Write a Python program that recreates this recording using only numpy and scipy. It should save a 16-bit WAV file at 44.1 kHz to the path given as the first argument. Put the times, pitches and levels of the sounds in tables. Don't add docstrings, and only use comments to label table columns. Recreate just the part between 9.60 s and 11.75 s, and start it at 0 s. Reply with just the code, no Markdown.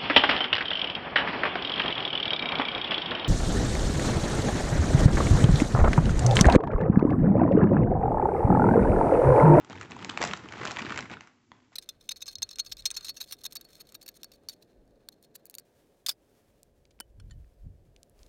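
import sys
import numpy as np
from scipy import signal
from scipy.fft import rfft, irfft
from scipy.io import wavfile
from scipy.ndimage import uniform_filter1d

SR = 44100
rng = np.random.default_rng(int(sys.argv[2]) if len(sys.argv) > 2 else 0)


def wrap_up_sound(samples):
    columns = np.atleast_2d(samples).T
    tamed = np.clip(columns, -1, 1)
    steps = np.round(tamed * 32767).astype(np.int16)
    wavfile.write(sys.argv[1], SR, steps)


def voltage_ratio(level):
    return 10 ** (np.asarray(level, float) / 20)


N = 94815


def rms_one(x):
    return x / np.sqrt(np.mean(x ** 2) + 1e-20)


def at_hz(points, hz):
    table_hz, table_db = np.transpose(points)
    return np.interp(np.log(hz), np.log(table_hz), table_db)


def in_time(points):
    s, db = np.transpose(points)
    return np.interp(np.arange(N) / SR, s, db)


def drift(rate_hz):
    settle = 9000
    pole = np.exp(-2 * np.pi * rate_hz / SR)
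    noise = rng.standard_normal(N + settle)
    return rms_one(signal.lfilter([1], [1, -2 * pole, pole ** 2], noise)[settle:])


def ring(x, hz, cycles):
    hz = np.clip(hz, 40, 0.4 * SR)
    decay = voltage_ratio(-60 * hz / (max(cycles, 1) * SR))
    turn = 2 * np.pi * hz / SR
    return signal.lfilter([0, np.sin(turn)], [1, -2 * decay * np.cos(turn), decay ** 2], x + 1e-18)


def coloured(spectrum):
    hz = np.maximum(np.arange(N // 2 + 1) * SR / N, 1)
    white = rfft(rng.standard_normal(N))
    return rms_one(irfft(white * voltage_ratio(at_hz(spectrum, hz)), N))


def even(x):
    window_s = 0.07
    x = rms_one(x)
    power = uniform_filter1d(x ** 2, int(window_s * SR))
    return rms_one(x / np.sqrt(power + 0.05))


def high_pass(x, order, hz):
    return signal.sosfilt(signal.butter(order, hz, "high", fs=SR, output="sos"), x)


# (frequency [Hz], relative level [dB per Hz])
FLOOR_SPECTRUM = [(15, -43.5), (25, 15.5), (44, -12.5), (110, 0.5), (174, -11), (250, 2.5), (360, -3.5),
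                  (570, -44), (1240, -17.5), (1360, -21.5), (7620, -22), (8200, -38.5), (10700, -77)]


def floor():
    level_db = -69
    return voltage_ratio(level_db) * coloured(FLOOR_SPECTRUM)


# (frequency [Hz], level [dB rms])
HUM_LINES = [(115, -79), (243, -73), (360, -84.5)]


def hum():
    level_spread_db, pitch_spread = 3.5, 0.022
    out = np.zeros(N)
    for hz, db in HUM_LINES:
        level = voltage_ratio(db + level_spread_db * drift(10)) * np.sqrt(2)
        phase = 2 * np.pi * np.cumsum(hz * (1 + pitch_spread * drift(5))) / SR
        out += level * np.sin(phase)
    return out


# (frequency [Hz], relative level [dB per Hz])
RUMBLE_SPECTRUM = [(30, -49), (63, -5), (110, 0.5), (190, -2.5), (300, -2), (450, -7), (600, -26.5),
                   (900, -8), (1600, -60)]
# (time [s], level [dB])
SWAY_CURVE = [(0.0, -57), (0.08, -57), (0.1, -48), (0.17, -45), (0.25, -48), (0.28, -55), (0.31, -47),
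              (0.48, -46), (0.595, -48), (0.62, -39), (0.66, -39), (0.78, -51), (0.86, -48), (0.92, -51),
              (0.99, -46), (1.03, -41), (1.15, -49), (1.24, -45), (1.39, -44), (1.44, -48), (1.48, -55),
              (1.53, -44), (1.63, -63), (1.72, -71), (1.9, -75), (1.93, -67), (2.1, -73), (2.15, -75)]


def rumble():
    trim_db, lumps_per_s, lump_db = -1, 130, 1.74
    lumps = voltage_ratio(lump_db * drift(lumps_per_s))
    noise = rms_one(even(coloured(RUMBLE_SPECTRUM)) * lumps)
    return voltage_ratio(in_time(SWAY_CURVE) + trim_db) * noise


# (frequency [Hz], relative level [dB per Hz])
CRACKLE_SPECTRUM = [(240, -30), (400, -38.5), (605, -6), (1190, 4), (1990, -5), (2170, 2), (3970, -18.5),
                    (7150, -18.5), (8000, -22.5), (10400, -59)]
# (time [s], level [dB])
SQUEEZE_CURVE = [(0.0, -56), (0.08, -62), (0.1, -50.5), (0.17, -52), (0.25, -49.5), (0.28, -63),
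                 (0.31, -47), (0.35, -55), (0.42, -47.5), (0.48, -53.5), (0.55, -49), (0.595, -45.5),
                 (0.62, -29), (0.66, -39.5), (0.7, -39.5), (0.78, -55.5), (0.86, -53.5), (0.92, -49.5),
                 (0.99, -43.5), (1.03, -41.5), (1.1, -40), (1.15, -45), (1.2, -44), (1.24, -51),
                 (1.3, -43.5), (1.39, -41.5), (1.44, -51.5), (1.48, -64), (1.53, -40), (1.56, -63.5),
                 (1.63, -57.5), (1.72, -70), (1.9, -79.5), (1.93, -67), (2.03, -70.5), (2.1, -79),
                 (2.13, -70), (2.15, -76)]


def crackle():
    grains_per_s, grain_spread_db, grain_cycles = 3500, 2.2, 3.5
    clumps_per_s, clump_db = 110, 1.4
    trim_db, low_cut_hz = -0.67, 350
    clumps = voltage_ratio(clump_db * drift(clumps_per_s))
    sizes = voltage_ratio(grain_spread_db * np.minimum(rng.exponential(1, N), 3.5)) * rng.choice([-1, 1], N)
    grains = sizes * clumps * (rng.random(N) < grains_per_s * clumps / SR)
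    pitches_hz = np.geomspace(450, 8000, 24)
    dealt = rng.integers(0, len(pitches_hz), N)
    rings = np.zeros(N)
    for k, hz in enumerate(pitches_hz):
        weight = voltage_ratio(at_hz(CRACKLE_SPECTRUM, hz)) * hz
        rings += weight * ring(grains * (dealt == k), hz, grain_cycles)
    rings = high_pass(rings, 2, low_cut_hz)
    return voltage_ratio(in_time(SQUEEZE_CURVE) + trim_db) * even(rings)


# (time [s], level [dB], ring [Hz], bright crack [dB re ring], length [ms])
CREASES = [(0.0464, -42.5, 1570, 3, 2.6), (0.0983, -33.5, 865, -2, 2), (0.1061, -34, 890, -25, 2.8),
           (0.1286, -33, 1150, -16, 2.9), (0.1546, -36, 2030, -11, 2.4), (0.1756, -40.5, 2400, -35, 3.3),
           (0.2115, -30, 1510, -10, 2.7), (0.221, -42.5, 1660, -11.5, 6.3), (0.229, -37.5, 2200, -9.5, 4.8),
           (0.309, -37, 6630, -1, 1.7), (0.3186, -31.5, 2820, -10.5, 2.5), (0.365, -34, 933, -18, 3.3),
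           (0.3717, -46, 860, -10, 2.3), (0.3894, -42, 1500, -19, 8.9), (0.404, -44, 2500, -25, 2.5),
           (0.4255, -35.5, 2750, -4, 3.9), (0.4464, -28, 2330, 5.5, 1.8), (0.4525, -32.5, 950, -20.5, 1.9),
           (0.4938, -27, 1400, -6, 2.6), (0.4967, -23, 3000, -5.5, 2.7), (0.5078, -37, 1260, -10, 13),
           (0.5377, -35, 805, -16.5, 1.8), (0.5744, -16, 2280, -12.5, 1.5), (0.581, -42, 1030, 3.5, 3.6),
           (0.612, -24.5, 1014, -15.5, 5.8), (0.6164, -22, 2000, -4, 3.7), (0.6263, -17, 2220, -5, 2.6),
           (0.639, -17.5, 1044, -11, 2.1), (0.65, -21.5, 1500, -1, 2.6), (0.6737, -32.5, 3300, 5, 3),
           (0.6832, -33, 2090, -5.5, 5.1), (0.7113, -25, 2580, -21.5, 2), (0.7342, -20.5, 1270, -15.5, 2.7),
           (0.735, -25, 2840, -11, 3), (0.766, -42, 1330, 1.5, 1.9), (0.7729, -32.5, 1590, 5, 1.05),
           (0.8372, -41, 1480, -16, 4.7), (0.8574, -38, 1120, -18, 5.2), (0.887, -35.5, 2500, -9.5, 2.7),
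           (0.9231, -30.5, 1575, -8, 2.9), (0.936, -32.5, 1490, -19, 4.8), (0.9682, -41, 594, -26, 2.4),
           (0.9806, -43.5, 1750, -18, 4.5), (0.9895, -42.5, 1630, -22.5, 4.8),
           (1.0118, -33, 2000, -10.5, 12), (1.0325, -28, 1210, -30, 2.9), (1.052, -23, 1140, -5, 3.8),
           (1.0577, -33, 3480, -8, 2), (1.065, -25, 1130, -17, 2.1), (1.073, -28, 3000, -3, 3.4),
           (1.0775, -31.5, 2800, -12, 3.3), (1.096, -31, 1206, -11.5, 2), (1.102, -40, 2170, -4, 2.5),
           (1.1096, -25.5, 1290, -1, 1.1), (1.1161, -31.5, 880, 3.5, 3.6), (1.1626, -29.5, 2560, -8.5, 1.9),
           (1.1697, -17.5, 2460, -21.5, 0.68), (1.1864, -26, 2130, -10, 3.3),
           (1.1907, -27.5, 2190, -10.5, 9.8), (1.205, -30.5, 1680, -16, 4.1),
           (1.2193, -27.5, 2520, -12, 1.7), (1.223, -24.5, 1510, -25, 2.1), (1.2495, -28.5, 1380, -33, 1.4),
           (1.256, -34.5, 2520, -22.5, 6.7), (1.265, -27, 1640, -21, 2.2), (1.2897, -32, 1530, -13, 1.1),
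           (1.2953, -29, 2250, -25, 3.2), (1.3043, -26.5, 1440, -17.5, 4.1), (1.3216, -25.5, 1280, -19, 5),
           (1.344, -31, 1550, -18.5, 1.4), (1.36, -32, 2360, -6.5, 3.3), (1.3754, -22, 2270, -5, 2),
           (1.3823, -32.5, 1800, -4, 3), (1.3892, -21, 1265, -10.5, 1.2), (1.4069, -29, 2360, 1.5, 1.1),
           (1.4257, -30, 1990, -16, 1.2), (1.456, -37, 2050, -31, 3.5), (1.498, -34, 1460, -7, 2.1),
           (1.5051, -38, 1830, -18, 2.7), (1.514, -38.5, 3540, -7, 2.9), (1.5301, -40, 1270, -14, 2),
           (1.537, -34.5, 2380, -14.5, 5.7), (1.5694, -35.5, 1240, -27, 3.5),
           (1.6079, -34.5, 2500, -7, 2.6), (1.672, -46.5, 1490, -7, 5.9), (2.12, -53.5, 950, -8, 3.7),
           (2.128, -59.5, 2100, -3, 28)]
# (frequency [Hz], relative level [dB])
BAG_MODES = [(760, 1), (980, 5.5), (1280, -4), (1550, -0.5), (2080, -7.5), (2500, 4), (3100, 0.5),
             (3900, -10)]


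def bag_body(tear, crease_hz, dice):
    cycles, spread_db, below_db_per_oct = 4.43, 3.5, 3.5
    out = np.zeros(len(tear))
    for k, ((hz, db), chance) in enumerate(zip(BAG_MODES, dice)):
        octaves_below = min(np.log2(hz / min(crease_hz, 2500)), 0)
        level_db = db + spread_db * chance + below_db_per_oct * octaves_below
        out += voltage_ratio(level_db) * ring(tear, hz, cycles) * (-1) ** k
    return out


def snaps():
    size = 1500
    snap_trim_db, low_cut_hz, ring_cycles, body_db = -4.5, 523, 6.5, -3.5
    length_share, rise_s, kick = 0.56, 0.00037, 1.27
    crack_s, crack_trim_db = 0.00081, -2.5
    bright = signal.butter(2, 3300, "high", fs=SR, output="sos")
    dull = signal.butter(1, 7300, fs=SR, output="sos")
    crack_band = np.vstack([bright, dull])
    out, t = np.zeros(N + size), np.arange(size) / SR
    for s, db, hz, listed_crack_db, ms in CREASES:
        slips, hiss = rng.standard_normal((2, size))
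        dice = rng.standard_normal(len(BAG_MODES))
        crack_db = listed_crack_db + crack_trim_db
        length_s = max(ms, 0.5) / 1000 * length_share
        shape = (1 - np.exp(-t / rise_s)) * np.exp(-t / length_s)
        tear = slips * shape + kick * np.sqrt(length_s * SR / 20) * (t == 0)
        own = rms_one(ring(tear, hz, ring_cycles))
        body = rms_one(bag_body(tear, hz, dice))
        crack = rms_one(signal.sosfilt(crack_band, hiss * (shape + np.exp(-t / crack_s))))
        mix = rms_one(own + voltage_ratio(body_db) * body + voltage_ratio(crack_db) * crack)
        power = 1 + voltage_ratio(2 * body_db) + voltage_ratio(2 * crack_db)
        level = voltage_ratio(db + snap_trim_db) * np.sqrt(length_s * SR / size * power)
        i = int(s * SR)
        out[i:i + size] += level * mix
    return high_pass(out[:N], 2, low_cut_hz)


# (time [s], level [dB], ring [Hz])
CUSHION_BUMPS = [(0.099, -38, 268), (0.151, -40, 194), (0.304, -37.5, 231), (0.345, -39, 253),
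                 (0.435, -36.5, 197), (0.493, -30.5, 312), (0.604, -24.5, 425), (0.707, -30.5, 197),
                 (0.792, -42, 166), (0.846, -35.5, 306), (0.93, -42.5, 320), (0.956, -37, 370),
                 (1.012, -28, 409), (1.197, -40, 343), (1.216, -27.5, 236), (1.248, -30.5, 331),
                 (1.304, -34, 238), (1.432, -39.5, 230), (1.514, -37.5, 232), (1.579, -56, 312),
                 (1.605, -51, 310), (1.671, -53, 297), (1.918, -50, 207)]


def bumps():
    size = 4000
    cycles, soft_s, trim_db = 14.8, 0.0011, -3
    out, t = np.zeros(N + size), np.arange(size) / SR
    push = t * np.exp(-t / soft_s)
    for s, db, hz in CUSHION_BUMPS:
        wave = np.diff(ring(push, hz, cycles), prepend=0)
        i = int(s * SR)
        out[i:i + size] += voltage_ratio(db + trim_db) * wave / np.abs(wave).max()
    return out[:N]


# (frequency [Hz], level [dB re the tap], decay [cycles to -60 dB])
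TAP_MODES = [(1020, -2.5, 14), (2000, -5, 22), (3380, -6.5, 47), (4340, -7.5, 32), (6600, -6, 33)]


def tap():
    start_s, level_db, soft_s = 1.9174, -33.5, 0.00005
    t = np.maximum(np.arange(N) / SR - start_s, 0)
    push = t / soft_s * np.exp(-t / soft_s) / (soft_s * SR)
    out = np.zeros(N)
    for k, (hz, db, cycles) in enumerate(TAP_MODES):
        out += voltage_ratio(level_db + db) * ring(push, hz, cycles) * (-1) ** k
    return out


def kitchen(x):
    t60_s, wall_cut_hz, first_wall_s, level_db = 0.45, 7300, 0.0049, -12.5
    t, white = np.arange(SR) / SR, rng.standard_normal(SR)
    lows = signal.sosfilt(signal.butter(1, wall_cut_hz, fs=SR, output="sos"), white)
    treble = white - lows
    tail = lows * voltage_ratio(-60 * t / t60_s) + treble * voltage_ratio(-120 * t / t60_s)
    tail = tail * (t > first_wall_s)
    tail = tail / np.sqrt(np.sum(tail ** 2))
    return voltage_ratio(level_db) * signal.fftconvolve(x, tail)[:N]


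def scene():
    film = crackle() + snaps() + bumps() + tap()
    mix = floor() + hum() + rumble() + film + kitchen(film)
    return mix[None]


def low_pass(x):
    return signal.sosfilt(signal.butter(12, 8680, fs=SR, output="sos"), x)


def record(dry):
    bass_cut_hz, top_cut_hz, hiss_db = 62, 8600, -95.5
    x = high_pass(dry, 2, bass_cut_hz)
    x = signal.sosfilt(signal.cheby2(12, 50, top_cut_hz, fs=SR, output="sos"), x)
    mix = x + voltage_ratio(hiss_db) * rng.standard_normal(x.shape)
    return low_pass(mix)


dry = scene()
out = record(dry)
wrap_up_sound(out)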